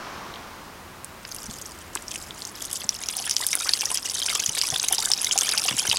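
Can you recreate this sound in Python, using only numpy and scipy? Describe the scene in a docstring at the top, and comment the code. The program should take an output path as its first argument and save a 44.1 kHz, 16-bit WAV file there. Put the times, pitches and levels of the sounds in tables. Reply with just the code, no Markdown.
"""Water drips, then streams from a perforated cup into a plastic tub as a hose fills the cup.
Outdoors, close to the microphone, each splash is a tick, a puff of spray and a few ringing air
bubbles, echoed by the tub walls; one flow drives both the splashing and the gurgling.
Far behind, a car fades into the hush of the street, and now and then air bumps the microphone."""
import sys
import numpy as np
from scipy import signal
from scipy.fft import rfft, irfft
from scipy.io import wavfile
from scipy.ndimage import uniform_filter1d

SR = 44100
rng = np.random.default_rng(int(sys.argv[2]) if len(sys.argv) > 2 else 0)


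def log_audio(samples):
    """Write samples as a 16-bit WAV file to the path given in sys.argv[1]."""
    # one column per channel
    frames = np.atleast_2d(samples).T
    # limit to full scale, then quantise
    limited = np.clip(frames, -1, 1)
    pcm = np.round(limited * 32767).astype(np.int16)
    wavfile.write(sys.argv[1], SR, pcm)


N = 263718
T = np.arange(N) / SR
TRICKLE_S, OPENING_S = 2.5, 0.8  # the holes start to trickle, and take this long to run freely


# Tone of the splashing, close up: f/Hz, level/dB
SPLASH_SPECTRUM = [(250, -20.5), (480, -7.5), (760, -22), (1500, -13), (2150, -8), (3100, 1), (3800, 3.5),
                   (4150, -3), (4800, 4), (6200, 4), (7100, -0.5), (10500, 1), (12000, -10.5), (15500, -14)]
# First dribbles from the cup: t/s, half length/s, level/dB
FIRST_DRIBBLES = [(2.137, .04, -38.5), (2.798, 0.044, -44)]

def streams(open_db=-32, surge_db=3.0):
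    """Near the microphone, wobbling streams from the holes break into beads and splash into the tub."""
    per_s = np.interp(T, [TRICKLE_S, TRICKLE_S + OPENING_S], [100, 230])
    splashes = beads(per_s, scatter_db=5.5, cycles=6.0, tick_db=-14, low_hz=2013)
    splashes = colour(splashes, SPLASH_SPECTRUM) * undb(surge_db * drift(50))
    dribbles = sum(undb(db) * bell_curve(s, half_s) for s, half_s, db in FIRST_DRIBBLES)
    return even(splashes, 0.082) * (undb(open_db + flow_db() + lulls_db()) + dribbles)


def beads(per_s, scatter_db, cycles, tick_db, low_hz, high_hz=13700, spray_db=-15.5, lag_s=.004):
    """Each bead of water lands with a tick, throws spray and leaves three small bubbles ringing."""
    landed = np.cumsum(per_s) / SR
    out = np.zeros(N)
    for k in range(int(landed[-1])):
        s = np.searchsorted(landed, k + 4 * rng.random()) / SR
        size = undb(scatter_db * np.clip(rng.standard_normal(), -2, 1.6))
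        add(out, s, size * (undb(tick_db) * burst(0.00026) + undb(spray_db) * burst(0.0024)))
        for place, late, loud, damping in rng.random(size=(3, 4)):
            hz = low_hz + (high_hz - low_hz) * place ** 1.312
            gain = size * undb(8 * (loud - 1)) * np.sqrt(hz / high_hz)
            ring = bubble(hz, cycles * 2 ** (2 * damping - 1))
            add(out, s - lag_s * np.log(1 - late), gain * ring)
    return out


def bubble(hz, cycles, rise=0.041, swell=0.67, fall=1.11):
    """Trapped air swells within a cycle or so, rings down and rises in pitch as it nears the surface."""
    age = np.arange(int(6 * cycles * SR / hz) + 8) * hz / SR  # in cycles
    envelope = (1 - np.exp(-(age / swell) ** 2)) * np.exp(-(age / cycles) ** fall)
    return envelope / envelope.max() * np.sin(2 * np.pi * (age + rise * age ** 2 / cycles / 2))


def flow_db(opening_db=17, growth_db_per_s=2.02):
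    """A trickle opens into full flow; after that the level slowly creeps upward."""
    open_s = T - TRICKLE_S - OPENING_S
    return opening_db * np.minimum(open_s / OPENING_S, 0) + growth_db_per_s * np.maximum(open_s, 0)


# Single big drops in the tub: t/s, level/dB, bubble f/Hz, ring/cycles
BIG_DROPS = [(1.0445, -16, 8850, 4), (1.2506, -23.5, 4850, 4.5), (1.3208, -22.5, 4640, 4.1),
             (1.346, -18, 9800, 6.2), (1.3841, -25, 4940, 4.5), (1.952, -7, 8000, 2.8),
             (2.0808, -18, 5430, 5.7), (2.1565, -19, 2700, 3.7), (2.3067, -22.5, 3410, 5),
             (2.4191, -19.5, 4370, 4.8), (2.4507, -15, 6060, 4.5), (2.7292, -6.5, 9400, 3.5),
             (2.8905, -3, 5580, 7.5), (3.0862, -6.5, 5830, 3.2), (3.1667, -8.5, 9670, 5.6),
             (3.295, -8.5, 5290, 3.9), (3.3104, -3, 6000, 2.6), (3.3651, -1.5, 5250, 2.9),
             (3.4656, -1, 9600, 3.1), (3.5293, -6.5, 5570, 4.7), (3.5523, -3.5, 9680, 5),
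             (3.691, -4.5, 4485, 4.9), (3.7349, -3.5, 4585, 4.7), (3.8082, -6, 5600, 4),
             (3.855, -7, 5700, 4.5), (3.9437, -6, 8700, 4.5), (3.9725, -8.5, 5410, 3.6),
             (4.2166, -14, 3890, 6.4), (4.2616, -6, 5404, 3.4), (4.2857, -14.5, 3000, 4.5),
             (4.351, -3.5, 6750, 2.9), (4.3986, -5.5, 6290, 3.6), (4.4617, -3, 6330, 4.5),
             (4.4929, -8.5, 6100, 4.5), (4.6135, -2.5, 4900, 3.6), (4.7018, -8.5, 6160, 4.5),
             (4.7603, -10, 3570, 5.3), (4.8842, -3.5, 6500, 3.8), (4.9249, 0, 10330, 4.9),
             (4.982, -6.5, 4980, 4.5), (5.0566, -6, 7600, 5.6), (5.1157, -1, 5260, 3.9),
             (5.1345, -4, 5126, 7.1), (5.245, -5, 5940, 5), (5.3102, -9.5, 3030, 6.3),
             (5.3765, -1, 6540, 3.7), (5.387, 0.5, 6395, 2.8), (5.4096, -3.5, 6030, 4.9),
             (5.4906, -2, 5140, 1.6), (5.5762, -3, 4960, 3.4), (5.685, -10, 2850, 6),
             (5.8971, -5, 4780, 4.3), (5.913, -6, 2920, 4.5)]

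def big_drops(delay_s=0.001, tick_db=-24, spray_db=-14, ring_db=-1.5):
    """A big drop lands with a tick, a ringing bubble and spray of that pitch."""
    out, ticks = np.zeros(N), np.zeros(N)
    for s, db, hz, cycles in BIG_DROPS:
        onset_s = s + delay_s
        add(ticks, onset_s, undb(db) * burst(0.0013))
        add(out, onset_s, undb(db + ring_db) * bubble(hz, cycles, rise=0.018, swell=0.82, fall=2.1))
        spray = resonate(resonate(burst(0.0031), hz, hz), hz, 2 * min(hz, 6000))
        add(out, onset_s, at_peak(spray, db + spray_db))
    return out + undb(tick_db) * colour(ticks, SPLASH_SPECTRUM)


# Slack moments in the splashing: t/s, half length/s, level/dB
SPLASH_LULLS = [(2.882, 0.021, -13), (3.35, 0.018, -4), (4.033, 0.041, -5.5), (4.506, .04, -4),
                (4.71, 0.0218, -3), (4.867, 0.012, -7), (5.16, 0.043, -6.5), (5.35, .012, -1.5)]

def lulls_db(neck_lead_s=0.0088, neck_half_s=0.008, neck_db=-5):
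    """The splashing slackens briefly, and dips as a stream necks just before shedding a big drop."""
    slack = sum(db * bell_curve(s, half_s) for s, half_s, db in SPLASH_LULLS)
    necks = np.zeros(N)
    for s, *_ in BIG_DROPS:
        add(necks, s - neck_lead_s - neck_half_s, neck_db * np.hanning(int(2 * neck_half_s * SR)))
    return slack + necks


# Tone of the froth in the cup: f/Hz, level/dB
FROTH_SPECTRUM = [(2000, -54), (3000, -6.5), (4200, -10.5), (4900, 0.5), (7000, -2), (10500, -6.5),
                  (13000, -10.5), (15500, -25.5)]

def froth(per_s=260, surge_db=3.5):
    """Up in the cup, the hose jet whips up a fine, high sizzle."""
    sizzle = beads(np.full(N, per_s), scatter_db=10.5, cycles=5.0, tick_db=-1, low_hz=2640)
    sizzle = colour(sizzle, FROTH_SPECTRUM) * undb(surge_db * drift(45))
    return even(sizzle, 0.098) * jet() * undb(lulls_db())


# The hose spitting into the cup: t/s, length/s, level/dB
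HOSE_SPURTS = [(1.268, .40, -42), (1.70, 0.15, -50), (1.97, 0.035, -42), (2.092, .13, -42),
               (2.293, 0.047, -47.5), (2.40, 0.073, -42.5), (2.59, 0.2, -37)]

def jet(edge_s=0.045, start_s=2.26, rise_s=1.26, full_db=-36.5, sink_db_per_s=2.5):
    """Strength of the hose jet: a few spurts, then a steady run that the rising water quietens."""
    spurts = sum(undb(db) * np.clip(1 + np.minimum(T - s, s + length - T) / edge_s, 0, 1)
                 for s, length, db in HOSE_SPURTS)
    build_up = np.clip((T - start_s) / rise_s, 0, 1) ** 2
    steady = build_up * undb(full_db - sink_db_per_s * np.maximum(T - start_s - rise_s, 0))
    return np.hypot(spurts, steady)


def gurgle(count=700, low_hz=780, high_hz=2500, scatter_db=8.0, slosh_db=-17, deepen_db_per_s=1.05):
    """Larger bubbles are dragged under with a soft slosh, louder as the streams plunge deeper."""
    out = np.zeros(N)
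    for k in range(count):
        when, place, damping = rng.random(size=3)
        s = (k + when) / count * N / SR
        size = undb(scatter_db * np.clip(rng.standard_normal(), -2, 2))
        hz = low_hz * (high_hz / low_hz) ** place
        ring = bubble(hz, cycles=6 * 2 ** (2 * damping - 1), rise=0.0754)
        add(out, s, size * ring * (.5 + place / 2))
        slosh = resonate(resonate(burst(0.0081), 864, 2100), 864, 2100)
        add(out, s, size * undb(slosh_db) * unit(slosh))
    gulps = undb(3 * drift(28))
    plunge_db = deepen_db_per_s * (T - TRICKLE_S - OPENING_S)
    level_db = -46 + 0.65 * flow_db() + plunge_db + 1.57 * lulls_db()
    return even(out * gulps, 0.26) * undb(level_db)


# Big gulps of air down in the tub: t/s, level/dB, f/Hz
AIR_GULPS = [(3.167, -38, 743), (3.198, -39, 744), (3.276, -27.5, 1780), (3.531, -18.5, 2200),
             (3.607, -30, 1310), (3.674, -26, 1464), (3.693, -27, 1720), (3.914, -28.5, 988),
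             (4.3, -21.5, 2100), (4.326, -28.5, 1242), (4.634, -29, 1110), (4.725, -30.5, 716),
             (4.909, -29.5, 758), (4.985, -30, 855), (5.1, -33.5, 804), (5.357, -26, 762),
             (5.481, -26.5, 1690), (5.653, -28.5, 750)]

def glugs(gap_s=0.0091, pitch_step=0.99, weaker_db=-7, slosh_db=-4):
    """A gulp of air sloshes and breaks into three quick bubbles, each weaker and a shade lower."""
    out = np.zeros(N)
    for s, db, hz in AIR_GULPS:
        slosh = resonate(burst(0.014), hz, hz)
        add(out, s, at_peak(slosh, db + slosh_db))
        for k, chance in enumerate(rng.random(size=3)):
            ring = bubble(hz * pitch_step ** k, cycles=4.9)
            add(out, s + k * gap_s * (0.65 + chance / 2), undb(db + k * weaker_db) * ring)
    return out


# Faint pitched drips and light, dull taps: t/s, level/dB, f/Hz
DRIPS_AND_TAPS = [(.340, -27.5, 3370), (.358, -27, 2960), (1.25, -28, 2400), (1.957, -20, 1100),
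                  (1.959, -33.5, 324), (1.972, -23, 2930)]

def drips_and_taps(decay_s=0.0022):
    """Faint drips and dull taps close by, each a short burst ringing briefly at one pitch."""
    out = np.zeros(N)
    for s, db, hz in DRIPS_AND_TAPS:
        width_hz = min(hz / 2, 1000)
        tap = resonate(resonate(burst(decay_s), hz, width_hz), hz, 2 * width_hz)
        add(out, s, at_peak(tap, db))
    return out


# Resonances of the air in the tub: f/Hz, width/Hz, level/dB
TUB_AIR_MODES = [(425, 114, 0), (740, 64, 1.5), (1010, 87, -7.5), (1710, 490, -9.5), (3080, 160, -34)]

def tub(direct, walls_db=-12, walls_s=0.0037, yard_db=-22, yard_s=.025, modes_db=-3):
    """The microphone hears the direct sound, quick wall echoes, a faint yard tail and ringing tub air."""
    t = T[:8192]
    fade = sum(undb(db) * np.exp(-t / s) * np.sqrt(2 / s / SR)
               for db, s in [(walls_db, walls_s), (yard_db, yard_s)])
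    fade *= t > .001  # the first echo arrives after 1 ms
    # the splashes wander over the surface, so the echo pattern keeps changing
    shares = np.array([drift(20) for _ in range(4)])
    shares /= np.linalg.norm(shares, axis=0)
    echoes = sum(signal.fftconvolve(direct * share, fade * rng.standard_normal(len(t)))[:N]
                 for share in shares)
    ringing = sum(undb(db + modes_db) * resonate(direct, hz, width) for hz, width, db in TUB_AIR_MODES)
    return direct + echoes + ringing


# Puffs of air right at the microphone: t/s, level/dB, f/Hz
MIC_BUMPS = [(1.482, -31, 79), (2.844, -34, 124), (4.484, -32, 94), (4.721, -30.5, 122),
             (5.710, -27.5, 158), (5.736, -29.5, 150), (5.884, -28, 135)]

def mic_bumps(swell_s=0.0056):
    """Air bumps the microphone: soft low thuds that swell and die within a few cycles."""
    out, t = np.zeros(N), T[:4096]
    for s, db, hz in MIC_BUMPS:
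        rumble = resonate(resonate(rng.standard_normal(len(t)), hz, hz), hz, hz)
        add(out, s, at_peak(rumble * t * np.exp(-t / swell_s), db))
    return out


# Tone of tyres at a distance: f/Hz, level/dB
TYRE_SPECTRUM = [(60, -17), (160, -8.5), (450, -11), (1100, -4.5), (1800, -13.5), (3500, -19),
                 (5800, -20.5), (8000, -34), (15000, -48)]

def distant_car(nearest_db=-37.5, fade_db=19.5, leaving_s=0.53):
    """The tyre noise of a far car fades as it draws away from the microphone."""
    tyres = unit(colour(rng.standard_normal(N), TYRE_SPECTRUM))
    return tyres * undb(nearest_db - fade_db * np.log10(1 + (T / leaving_s) ** 2))


# Tone of the street in the background: f/Hz, level/dB
STREET_SPECTRUM = [(15, -47), (25, -1), (82, -3), (215, -2.5), (246, -3.5), (378, -4), (410, -7),
                   (782, -6.5), (1140, -5.5), (2230, -11.5), (3170, -16), (15500, -24)]
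# Slow swell and ebb of its traffic: t/s, level/dB
TRAFFIC_SWELL = [(0, -.5), (2.3, 1.5), (3.5, -2.5), (6, 0)]

def street(hush_db=-44.5, drone_hz=81, width_hz=12.7, drone_db=-60):
    """Far traffic merges into an outdoor hush with a low engine drone."""
    hush = unit(colour(rng.standard_normal(N), STREET_SPECTRUM))
    drone = unit(resonate(resonate(rng.standard_normal(N), drone_hz, width_hz), drone_hz, width_hz))
    swell = undb(np.interp(T, *np.transpose(TRAFFIC_SWELL)))
    return (undb(hush_db) * hush + undb(drone_db) * drone) * swell


def undb(db):
    """Decibels to gain."""
    return 10 ** (np.asarray(db) / 20)


def unit(x):
    """Scale to rms 1."""
    return x / np.sqrt(np.mean(x ** 2))


def at_peak(x, db):
    """Scale to the given peak level."""
    return undb(db) * x / np.abs(x).max()


def even(x, span_s):
    """Hold a stream of grains near rms 1 over the given span."""
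    span = int(span_s * SR)
    power = uniform_filter1d(uniform_filter1d(x ** 2, span), span)
    return x / np.sqrt(np.maximum(power, 0) + 0.0072 * np.mean(x ** 2))


def colour(x, points):
    """Causal filter with the given response: f/Hz, level/dB."""
    hz, db = np.transpose(points)
    f = np.maximum(np.fft.rfftfreq(4096, 1 / SR), 1)
    cepstrum = irfft(np.log(undb(np.interp(np.log(f), np.log(hz), db))))
    half = len(cepstrum) // 2
    cepstrum[1:half] *= 2  # fold to minimum phase
    cepstrum[half + 1:] = 0
    return signal.fftconvolve(x, irfft(np.exp(rfft(cepstrum))))[:len(x)]


def resonate(x, hz, width_hz):
    """Two-pole resonance, gain 1 at its centre."""
    return signal.lfilter(*signal.iirpeak(hz, hz / width_hz, fs=SR), x)


def burst(decay_s):
    """A dying puff of noise."""
    return rng.standard_normal(1024) * np.exp(-T[:1024] / decay_s)


def drift(per_s):
    """Smooth random drift with a spread near 1."""
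    knots = rng.standard_normal(1024)
    return np.interp(T * per_s, np.arange(len(knots)), knots)


def bell_curve(s, half_s):
    """A smooth hump of height 1 centred on time s."""
    return np.exp(-((T - s) / half_s) ** 2)


def add(out, s, sound):
    """Mix a short sound in at time s."""
    i = int(np.clip(s * SR, 0, N))
    out[i:i + len(sound)] += sound[:N - i]


def scene(water_db=1.42):
    """One microphone outdoors: the cup and tub close by, the street and the car far behind."""
    water = tub(big_drops() + froth() + streams() + gurgle() + glugs() + drips_and_taps())
    return (undb(water_db) * water + street() + distant_car() + mic_bumps())[None]


def record(dry, top_hz=15900):
    """The recorder clips the sharpest drops and cuts the top."""
    lowpass = signal.ellip(10, .2, 70, top_hz, fs=SR, output="sos")
    return signal.sosfilt(lowpass, np.clip(dry, -1, 1))


dry = scene()
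out = record(dry)
log_audio(out)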